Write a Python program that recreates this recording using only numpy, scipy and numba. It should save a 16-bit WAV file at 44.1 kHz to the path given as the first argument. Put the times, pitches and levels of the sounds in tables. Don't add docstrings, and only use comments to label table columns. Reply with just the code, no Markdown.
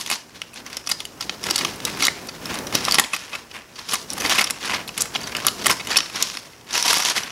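import sys
import numpy as np
from scipy import signal
from scipy.fft import rfft, irfft
from scipy.io import wavfile
from scipy.ndimage import uniform_filter1d
from numba import njit

SR = 44100
rng = np.random.default_rng(int(sys.argv[2]) if len(sys.argv) > 2 else 0)


def gain_from_db(level_db):
    decades = np.asarray(level_db, float) / 20
    return 10 ** decades


def transcribe(signal):
    frames = np.atleast_2d(signal).T
    limited = np.clip(frames, -1, 1)
    pcm = np.round(limited * 32767).astype(np.int16)
    wavfile.write(sys.argv[1], SR, pcm)


N = 322371

# lowest pitch in Hz, highest pitch in Hz, decay in ms.
FACETS = [(904, 2928, 0.94), (2820, 7470, 0.77), (6840, 15900, 0.25)]
# lowest pitch in Hz, highest pitch in Hz, decay in ms, level in dB over large facets.
BUNDLE_THUD = (176, 751, 8, -16)
# frequency in Hz, level in dB.
TABLE_TONE = [(25, -45), (60, -6), (190, 2.5), (400, 0.5), (800, -5.5), (1600, -10), (4000, -25)]
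# frequency in Hz, level in dB.
AIR_TONE = [(25, -19), (60, 4), (200, -9), (1000, -3.5), (3300, -42), (5200, -6), (9000, -17), (15000, -21)]
AIR_DB = -55.5
# frequency in Hz, rms level in dB.
HUM = [(119, -65), (237, -62)]
# frequency in Hz, gain in dB.
MIC_TONE = [(40, -28), (250, -6), (950, -4.5), (1300, -4), (4000, 1), (5800, 2), (7200, -3), (8250, -3),
            (10400, -0.5), (13200, -7.5), (15600, -20)]
# frequency in Hz, level in dB.
ECHO_TONE = [(200, -3.5), (1000, 3.5), (3500, -3), (5200, 2), (7500, -0.5), (12000, -7.5), (16000, -13)]
ROOM_T60_S, ROOM_DB = 0.36, -15
TOP_HZ = 15700
# pitch in Hz, decay in ms, level in dB over the rustle.
DRAG = (6.69, 7.1, [(960, 7.2, -10.5), (5600, 0.46, -10.5)])

# start in seconds, strongest ring in Hz, energy in dB, brightness in dB.
CRACKS = [(0.4171, 2900, -20, -8), (.541, 9730, -32, 19), (0.864, 5600, -30, 3), (1.295, 3050, -14, -36),
          (2.0686, 4300, -8.5, 4), (2.0052, 2880, -16, -9), (2.0237, 2150, -8, -5), (2.748, 5600, -20, 12),
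          (2.7521, 5900, -5.5, 3), (2.851, 5740, -13.5, 23), (2.922, 4500, -8.5, 15),
          (2.9434, 4470, -7.5, -1), (2.954, 5400, -11, -16), (4.1331, 8900, -18.5, 21),
          (4.5071, 3000, -10.5, 6), (4.891, 2740, -19, -17), (5.0195, 7400, -5.5, 22),
          (5.467, 12000, -2, 7.5), (5.483, 2850, -8, -4), (4.2958, 3260, -12, -1), (4.302, 2940, -14, 1),
          (4.415, 5000, -12.5, 9), (6.7401, 6100, -17.5, -6), (6.7541, 2500, -12, -7),
          (6.7775, 5750, -12.5, -1), (6.2251, 6000, -4, 34), (6.371, 5400, -20, -6),
          (6.8262, 5600, -13.5, 5), (6.983, 7600, -12.5, 7), (7.05, 4000, -12.5, 1),
          (7.1644, 1170, -13, -8)]
# start in seconds, strongest ring in Hz, energy in dB, brightness in dB.
SHORT_CREASES = [(.062, 3530, -20, 16), (0.101, 2180, -13, 0), (0.7686, 5300, -18, 3),
                 (0.8726, 5060, -17, -6), (1.5093, 4650, -11.5, 0.5), (1.56, 7460, -12, 14),
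                 (1.6488, 2960, -10, -5), (1.8514, 3900, -13, 22), (2.051, 6500, -6, 15),
                 (2.271, 11800, -27, 17), (2.4564, 5400, -22.5, 1), (2.8829, 1030, -9.5, -21),
                 (2.9852, 1840, 0, -8), (2.9966, 1900, 0.5, 4.5), (4.261, 4550, -14.5, -6),
                 (4.4096, 2280, -6, -8), (4.4417, 5430, -13, 1), (5.35, 2770, -13, -17),
                 (5.367, 4840, -16.5, 2), (5.6587, 3300, -10.5, 0), (5.6664, 1860, -3, 2.5),
                 (5.8714, 2950, -19, 3), (5.986, 3830, -9.5, -8), (6.9297, 1130, -8.5, -1),
                 (7.234, 5950, -21.5, -19)]
# start in seconds, strongest ring in Hz, energy in dB, brightness in dB.
CRUMPLES = [(0.1234, 1550, -13, -20), (0.9151, 4960, -9.5, 3), (1.2084, 5070, -16.5, -2.5),
            (1.5875, 4650, -14, 1), (2.024, 4370, -11, -6), (2.2883, 4380, -22, -9),
            (2.669, 5600, -22.5, 0), (3.3512, 2740, -17, -12), (3.8895, 5100, -21, -1),
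            (3.929, 2720, -23, -8), (4.1792, 950, -16.5, -6), (4.312, 2980, -13, -6), (4.33, 3230, -14, -4),
            (4.4705, 3240, -17.5, -8), (4.8777, 4300, -20, 8), (4.9774, 2660, -13, 4.5),
            (5.0076, 7350, -7, 25), (5.2693, 2760, -38, -13), (5.448, 1120, -13.5, -11),
            (5.913, 4730, -17, -1), (5.9688, 5400, -2.5, 6), (6.158, 5600, -18, -4), (7.021, 5640, -14, -6),
            (7.098, 6500, -14.5, 5), (7.1724, 3430, -19, -27)]
# start in seconds, strongest ring in Hz, energy in dB, brightness in dB.
FOLDS = [(0.8936, 2760, -14, 2), (1.2225, 4670, -24.5, -7), (1.4635, 3380, -22, 11), (1.502, 5500, -16, -1),
         (1.61, 2290, -13, -17), (2.035, 5600, -10, -10), (2.056, 4470, -12, -1.2),
         (2.5422, 1090, -18.5, -2.5), (3.1348, 2640, -9.5, -8.5), (3.333, 2450, -18.5, -18),
         (3.7597, 4640, -31, -7), (3.937, 1110, -7.5, 0.8), (4.2019, 6000, -17.5, 10),
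         (4.252, 1910, -12.5, -13), (4.3852, 2680, -2.5, -9), (4.6553, 4150, -19.5, -2),
         (5.152, 3200, -11, -22), (5.6987, 1030, -3, -6), (5.7993, 2310, -17, -17),
         (5.961, 2720, -9.5, -12), (6.8562, 990, -9.5, -5), (6.996, 1010, -8.5, -7),
         (6.952, 4600, -14.5, -1), (7.261, 3400, -28, -9)]
# start in seconds, strongest ring in Hz, energy in dB, brightness in dB.
TICKS = [
    (1.759, 10800, -30, 17),
    (3.512, 2960, -31, -11),
    (5.233, 6500, -30, 4),
    (6.533, 2100, -38, -12),
    (6.611, 2930, -41, -4),
]
# start in seconds, strongest ring in Hz, energy in dB, brightness in dB.
POPS = [(0.5591, 5100, -37, -6), (0.841, 1610, -35, -11), (1.2256, 6310, -27, -7), (1.5803, 5280, -15, 7),
        (1.851, 8760, -13, 20), (1.8623, 3810, -32, 7), (2.0823, 2000, -6.5, -26), (2.9111, 4520, -13, 9),
        (2.9493, 10340, -14, 7), (3.903, 1590, -27, -7), (3.9555, 5430, -22, 3), (4.1028, 5660, -19.5, 21),
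        (4.1111, 5790, -29, 9), (4.2206, 1420, -21, -3), (4.2505, 1940, -15, -15), (4.6488, 1400, -27, -18),
        (5.2745, 6050, -26, -3), (5.4747, 3400, -13.5, -10), (5.9594, 2760, -17, -17),
        (6.005, 3210, -12, -15), (6.2998, 3400, -23, -6), (6.9416, 3100, -10.5, 5), (7.086, 3490, -16, 4),
        (7.3041, 2840, -25.5, -14)]
# start in seconds, strongest ring in Hz, energy in dB, brightness in dB.
KINKS = [(0.0116, 6160, -20.5, 6), (0.0747, 4350, -29, -2), (0.1133, 2410, -11.5, -2),
         (0.3641, 2280, -37, -15), (0.534, 2610, -35, -6), (0.6639, 6220, -28, -1), (0.7006, 1140, -32, -3),
         (0.7292, 4540, -27, -4), (1.0035, 4090, -20.5, -2), (1.0524, 2840, -22, 10), (1.431, 5040, -27, 1),
         (1.4394, 5380, -19.5, 1), (1.487, 1660, -18.5, -17), (1.5576, 4520, -12, 4),
         (1.711, 4540, -29, -8), (1.8026, 4090, -24.5, -7), (2.4666, 1610, -24, -11),
         (2.5549, 3530, -22.5, -5), (2.5877, 4090, -21.5, 2), (2.7252, 1590, -17, -10),
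         (2.8646, 5530, -28, 3), (3.039, 3250, -20, -11), (3.0454, 2090, -20, -10), (3.1638, 2410, -18, -4),
         (4.3212, 1980, -13, -23), (4.3563, 1610, -13, -8), (4.4211, 2330, -17, -5),
         (4.5007, 2200, -18.5, 0), (4.628, 3270, -26, -11), (4.74, 2150, -16, -17),
         (4.7467, 4480, -19, -12), (4.792, 2240, -26, -14), (4.813, 2670, -30, -14), (5.0008, 6500, -29, 4),
         (5.0559, 1420, -25, -3), (5.4797, 4650, -23, -5), (5.645, 4630, -20, -3), (5.7122, 5340, -10.5, 1),
         (5.8104, 2670, -23, -20), (5.8494, 5490, -30, -3), (6.099, 2780, -27, -8), (6.73, 6240, -20, -6),
         (6.88, 4690, -12, 1), (6.9703, 1290, -8.5, -8), (7.057, 2840, -17.5, -2),
         (7.1784, 1940, -10.5, -14)]
SPREADS_MS = (3.1, 5.4, 8.1, 11.8, 6.5, 1.6, 4.6)
MIDDLE_DB = (-7.5, 3, -9)

# peak in seconds, rustle in dB, swell in seconds, fade in seconds, large facets in dB over rustle.
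FORK_STROKES = [(0.0, -16.5, .05, 0.036, -3.5), (0.119, -24, 0.11, 0.086, -3.5), (.44, -48, 0.82, 0.2, 0),
                (.57, -37.5, 0.045, 0.13, 3.5), (.76, -34, 0.18, 0.086, 1.5), (.91, -27.5, 0.067, 0.079, -8),
                (1.0, -38.5, 0.11, 0.24, -2.5), (1.22, -34.5, 0.045, .12, -11), (1.31, -38.5, 0.12, 0.22, 4),
                (1.47, -30, 0.097, 0.27, 3), (1.58, -27.5, 0.086, 0.34, 2), (1.7, -38, 0.11, 0.049, 7),
                (1.871, -28.5, 0.058, 0.38, 0.5), (2.046, -18.5, 0.12, 0.05, -1.5), (2.2, -42, 0.42, 0.46, 2.5),
                (2.55, -33, 0.25, 0.24, 5), (2.75, -25.5, 0.025, 0.32, 3), (2.99, -25, 0.35, 0.079, 2),
                (3.15, -28, 0.033, 0.17, 1), (3.35, -36.5, 0.2, 0.14, 2.5), (3.569, -35.5, 0.082, 0.097, 6),
                (3.8, -40, 0.12, 0.63, 1), (3.94, -21, 0.082, 0.11, -6.5),
                (4.12, -35, 0.06, 0.75, -2), (4.21, -35, 0.11, .08, 6), (4.255, -27, .03, 0.12, 12),
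         (4.315, -19, 0.12, 0.21, 3.5), (4.39, -18.5, 0.17, 0.054, 0), (4.65, -27.5, 0.08, 0.13, 3),
         (4.744, -24, 0.15, 0.08, 6.5), (5.01, -26.5, 0.11, 0.11, -2.5), (5.16, -33, 0.086, .15, 1),
         (5.27, -39, 0.15, 0.29, -1), (5.37, -31.5, 0.2, 0.19, 6.5), (5.48, -29.5, 0.13, 0.17, -16),
         (5.707, -20, 0.14, 0.074, -3), (5.91, -20, 0.042, 0.11, 5), (6.0, -38.5, 0.47, 0.39, 1),
         (6.161, -29, 0.046, 0.14, 5), (6.24, -27.5, 0.2, 0.31, -4), (6.37, -38.5, 0.44, 0.035, 3),
         (6.7, -38, .03, 0.09, 5.5), (6.753, -17, 0.051, 0.23, -1.5), (6.862, -16, 0.048, 0.32, -5),
         (6.97, -29, 0.12, 0.29, -4), (7.081, -21, 0.32, 0.13, 1), (7.169, -16.5, 0.036, 0.082, 0),
         (7.25, -42, .1, .3, 9)]
REST_DB = (-51.5, -61, -61)
LINGER = (0.98, 0.81, 1)
SMALL_DB = -6.5

# time in seconds, rumble in dB.
PRESSURE = [(0.0, -42), (.3, -46.5), (.62, -40.5), (.95, -41), (1.25, -38), (1.55, -31), (1.82, -35),
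            (2.0, -31), (2.3, -38), (2.55, -29.5), (2.97, -33.5), (3.05, -45.5), (3.8, -43.5), (4.22, -32),
            (4.45, -41), (5.0, -34.5), (5.7, -32.5), (6.3, -44)]
STROKE_SHARE = 0.17
# time in seconds, extra rumble in dB.
BUMPS = [
    (1.5, 3),
    (2.0, 3.5),
    (2.75, 5),
    (4.21, 3.5),
    (5.0, 2.5),
    (5.7, 6.5),
    (6.16, 5),
    (7.17, -6),
]
BUMP_S = 0.022
# start in seconds, ring in Hz, energy in dB.
THUMPS = [(1.509, 340, -11), (1.63, 410, -19), (1.99, 190, -15), (2.054, 360, -27), (2.46, 170, -18),
          (2.75, 200, -17), (2.75, 370, -11), (2.815, 340, -21), (2.878, 600, -14.5), (2.936, 500, -21),
          (4.203, 190, -22), (4.249, 290, -18), (4.999, 240, -21), (5.155, 800, -15), (5.655, 560, -14.5),
          (5.697, 500, -22)]
# start in seconds, ring in Hz, energy in dB.
TINES = [
    (5.206, 4600, -32),
    (5.238, 4620, -25.5),
    (5.24, 2760, -29),
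    (5.259, 4570, -31),
    (5.262, 2740, -31),
    (5.3185, 4630, -29),
]
THUMP_CYCLES, TINE_MS = 2.5, 4.5
SHIVER_MS, SHIVER_DB = 3.13, -5.5


@njit
def ring(start, hz, tau, size, length):
    out = np.zeros(length + 8192)
    for k in range(len(start)):
        turn = np.exp(2j * np.pi * hz[k] / SR - 1 / tau[k])
        z = size[k] + 0j
        for i in range(start[k], start[k] + min(int(6 * tau[k]), 8000)):
            out[i] += z.imag
            z *= turn
    return out[:length]


def modes(s, hz, decay_ms, energy):
    start = np.clip(s * SR, 0, N - 1).astype(np.int64).ravel()
    size = np.sqrt(4 * energy / decay_ms) * rng.choice([-1, 1], hz.shape)
    return ring(start, hz.ravel(), decay_ms.ravel() * SR / 1000, size.ravel(), N)


def colour(x, points):
    hz, db = np.transpose(points)
    bins_hz = np.arange(1, 2050) * SR / 4096
    log_gain = np.interp(np.log(bins_hz), np.log(hz), db) * np.log(10) / 20
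    ceps = irfft(log_gain)
    ceps[1:2048] = 2 * ceps[1:2048]
    ceps[2049:] = 0
    return signal.fftconvolve(x, irfft(np.exp(rfft(ceps))))[:len(x)]


def unit(x):
    return x / np.sqrt(np.mean(x ** 2))


def walk(rate):
    hold = int(SR / rate)
    return uniform_filter1d(np.repeat(rng.standard_normal(N // 50), hold)[:N], hold)


def room_air_and_hum():
    t = np.arange(N) / SR
    hum = 0
    for hz, db in HUM:
        hum = hum + gain_from_db(db + 1.0 + 0.67 * walk(13)) * np.sin(2 * np.pi * hz * t)
    return unit(colour(rng.standard_normal(N), AIR_TONE)) * gain_from_db(AIR_DB) + hum


def room_echo(x):
    t = np.arange(SR // 2) / SR
    fade = gain_from_db(-60 * t / ROOM_T60_S) * np.clip(t / 0.0017, 0, 1)
    tail = colour(rng.standard_normal(len(t)), ECHO_TONE) * fade
    return signal.fftconvolve(x, tail / np.sqrt(np.sum(tail ** 2)))[:N] * gain_from_db(ROOM_DB)


def strokes():
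    t = np.arange(0, N + 64, 64) / SR
    s, db, swell, fade, large_db = np.transpose(FORK_STROKES)[:, :, None]
    drop_db = 20 * np.where(t < s, (s - t) / swell, (t - s) / fade)
    levels = []
    for rest_db, linger, size_db in zip(REST_DB, LINGER, (large_db, 0, SMALL_DB)):
        power = gain_from_db(2 * rest_db) + gain_from_db(2 * (db + size_db - drop_db / linger)).sum(axis=0)
        levels.append(np.interp(np.arange(N) / SR, t, 10 * np.log10(power)))
    return levels


def hand_pressure(large_db):
    t = np.arange(N) / SR
    rumble_db = np.interp(t, *np.transpose(PRESSURE)) + STROKE_SHARE * (large_db + 36.5)
    for s, db in BUMPS:
        rumble_db += db * np.exp(-((t - s) / BUMP_S) ** 2)
    return rumble_db


def table_rumble(db):
    return unit(colour(rng.standard_normal(N) * gain_from_db(2.5 * walk(30)), TABLE_TONE)) * gain_from_db(db)


def paired_rings(s, hz, db, decay_ms, width):
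    chance = rng.random((len(s), 2, 2))
    starts = s + .002 * chance[:, 0]
    pitch = hz * (1 + width * (chance[:, 1] - .5))
    return modes(starts, pitch, decay_ms + np.zeros(pitch.shape), gain_from_db(2 * db) / 2)


def meat_thumps():
    s, hz, db = np.transpose(THUMPS)[:, :, None]
    return paired_rings(s, hz, db, THUMP_CYCLES * 1000 / hz, .16)


def fork_tines():
    s, hz, db = np.transpose(TINES)[:, :, None]
    return paired_rings(s, hz, db, TINE_MS, .02)


def bundle_drag(db, count=700):
    t0, t1, rings = DRAG
    chance = rng.random((3, count))
    s = t0 + (t1 - t0) * chance[0]
    out = 0
    for hz, decay, ring_db in rings:
        pitch = hz * (1 + 0.084 * (chance[1] - .5))
        rung = modes(s, pitch, decay * (.5 + chance[2]), np.ones(count))
        time_share = np.sqrt((t1 - t0) * SR / N)
        out = out + unit(rung) * time_share * gain_from_db(ring_db + db + 3.5 * walk(22))
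    return out


def crackle(levels_db, count, scatter_db, cap_db, clump_db, spread_ms, axis):
    chance = rng.random((count, 9, axis + 1))
    delay = (.3 + chance[:, 7, :1]) * chance[:, 7, 1:] ** 2
    s = chance[:, 0, :1] * N / SR + spread_ms / 1000 * delay
    size_db = np.minimum(-scatter_db * np.log(1 - chance[:, 0, 1:2]), cap_db) + np.zeros(axis)
    clumps = clump_db * walk(60)
    out = 0
    for k, ((lo_hz, hi_hz, decay), db) in enumerate(zip(FACETS, levels_db)):
        pitch = lo_hz * (hi_hz / lo_hz) ** chance[:, 1 + k, 1:]
        taste_db = size_db + 9 * chance[:, 8, k % axis, None]
        grains = modes(s, pitch, decay * (0.25 + chance[:, 4 + k, 1:]), gain_from_db(2 * taste_db))
        out = out + unit(grains * gain_from_db(clumps + 2.27 * walk(30))) * gain_from_db(db)
    return out


def rustle(levels_db):
    fizz = crackle(levels_db, count=24000, scatter_db=-0.5, cap_db=11, clump_db=4.0, spread_ms=.5, axis=1)
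    crunch = crackle(levels_db, count=900, scatter_db=2.0, cap_db=8.0, clump_db=1.0, spread_ms=6, axis=8)
    return fizz * gain_from_db(-4.0) + crunch * gain_from_db(-8)


def list_creases():
    groups = (CRACKS, SHORT_CREASES, CRUMPLES, FOLDS, TICKS, POPS, KINKS)
    rows = []
    for group, spread in zip(groups, SPREADS_MS):
        for s, hz, db, bright in group:
            home = (hz > FACETS[1][0]) + (hz > FACETS[2][0])
            shares = np.array([min(-bright, 0), MIDDLE_DB[home], min(bright, 0)])
            rows.append((s, hz, *(db + shares - shares.max()), spread))
    return rows


def crease_snaps(count=12, lead=.3, stagger=.8, slow=.07):
    s, hz, *energy_db, spread = np.transpose(list_creases())[:, :, None]
    chance = rng.random((len(s), 4, 4, count))
    chance[:, 0, 0].sort(axis=1)
    chance[:, 1, 0].sort(axis=1)
    sudden = np.clip((10 - spread) / 6, 0, 1)
    early = chance[:, 0, 0] ** 2
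    gradual = (chance[:, 0, 0] + chance[:, 1, 0]) / 2
    jerks = s + stagger * spread / 1000 * (sudden * early + (1 - sudden) * (1.4 * gradual - .3))
    first_hardest = np.exp(-2.2 * sudden * early)
    kinds = FACETS + [BUNDLE_THUD[:3]]
    energy_db.append(energy_db[0] + BUNDLE_THUD[3])
    out = 0
    for k, ((lo_hz, hi_hz, decay), db) in enumerate(zip(kinds, energy_db)):
        order, place, share, damp = np.moveaxis(chance[:, k], 1, 0)
        step = (np.argsort(place * damp, axis=1) + place) / count
        pitch = lo_hz * (hi_hz / lo_hz) ** step
        share = share * first_hardest
        if k == 1:
            share = share * pitch ** np.clip(0.097 * (energy_db[2] - energy_db[0]), -2.5, 2.5)
        share = share / share.sum(axis=1, keepdims=True)
        home = (hz[:, 0] >= lo_hz) & (hz[:, 0] < hi_hz) & (k < 3)
        pitch[home, 1:7:4] = hz[home] * (.97 + .06 * place[home, :2])
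        share[home] *= 1 - lead
        share[home, 1:7:4] += lead * np.array([.6, .4])
        out = out + modes(jerks, pitch, (decay + slow * spread) * (.5 + damp), share * gain_from_db(2 * db))
    return out


def sheet_shiver(x):
    ms = np.arange(2048) / SR * 1000
    tail = rng.standard_normal(len(ms)) * np.exp(-ms / SHIVER_MS) * np.clip(ms / 1.4, 0, 1)
    return signal.fftconvolve(x, tail / np.sqrt(np.sum(tail ** 2)))[:N] * gain_from_db(SHIVER_DB)


def scene():
    levels_db = strokes()
    rumble_db = hand_pressure(levels_db[0])
    snaps = crease_snaps()
    foil = snaps + rustle(levels_db) + bundle_drag(levels_db[1]) + meat_thumps() + fork_tines()
    lift_db = 0.63 * (uniform_filter1d(rumble_db, size=SR // 4) + 46.0)
    background = room_air_and_hum() * gain_from_db(lift_db) + table_rumble(rumble_db - 4.0)
    heard = colour(foil + room_echo(foil), MIC_TONE) + colour(sheet_shiver(snaps), MIC_TONE)
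    return (background + heard)[None]


def low_pass(x):
    return signal.sosfilt(signal.butter(12, 16450, fs=SR, output="sos"), x)


def record(dry):
    rounded = dry / (1 + dry ** 4) ** .25
    top_cut = signal.ellip(6, .2, 27, TOP_HZ, fs=SR, output="sos")
    mix = np.clip(signal.sosfilt(top_cut, rounded), -1, 1)
    return low_pass(mix)


dry = scene()
out = record(dry)
transcribe(out)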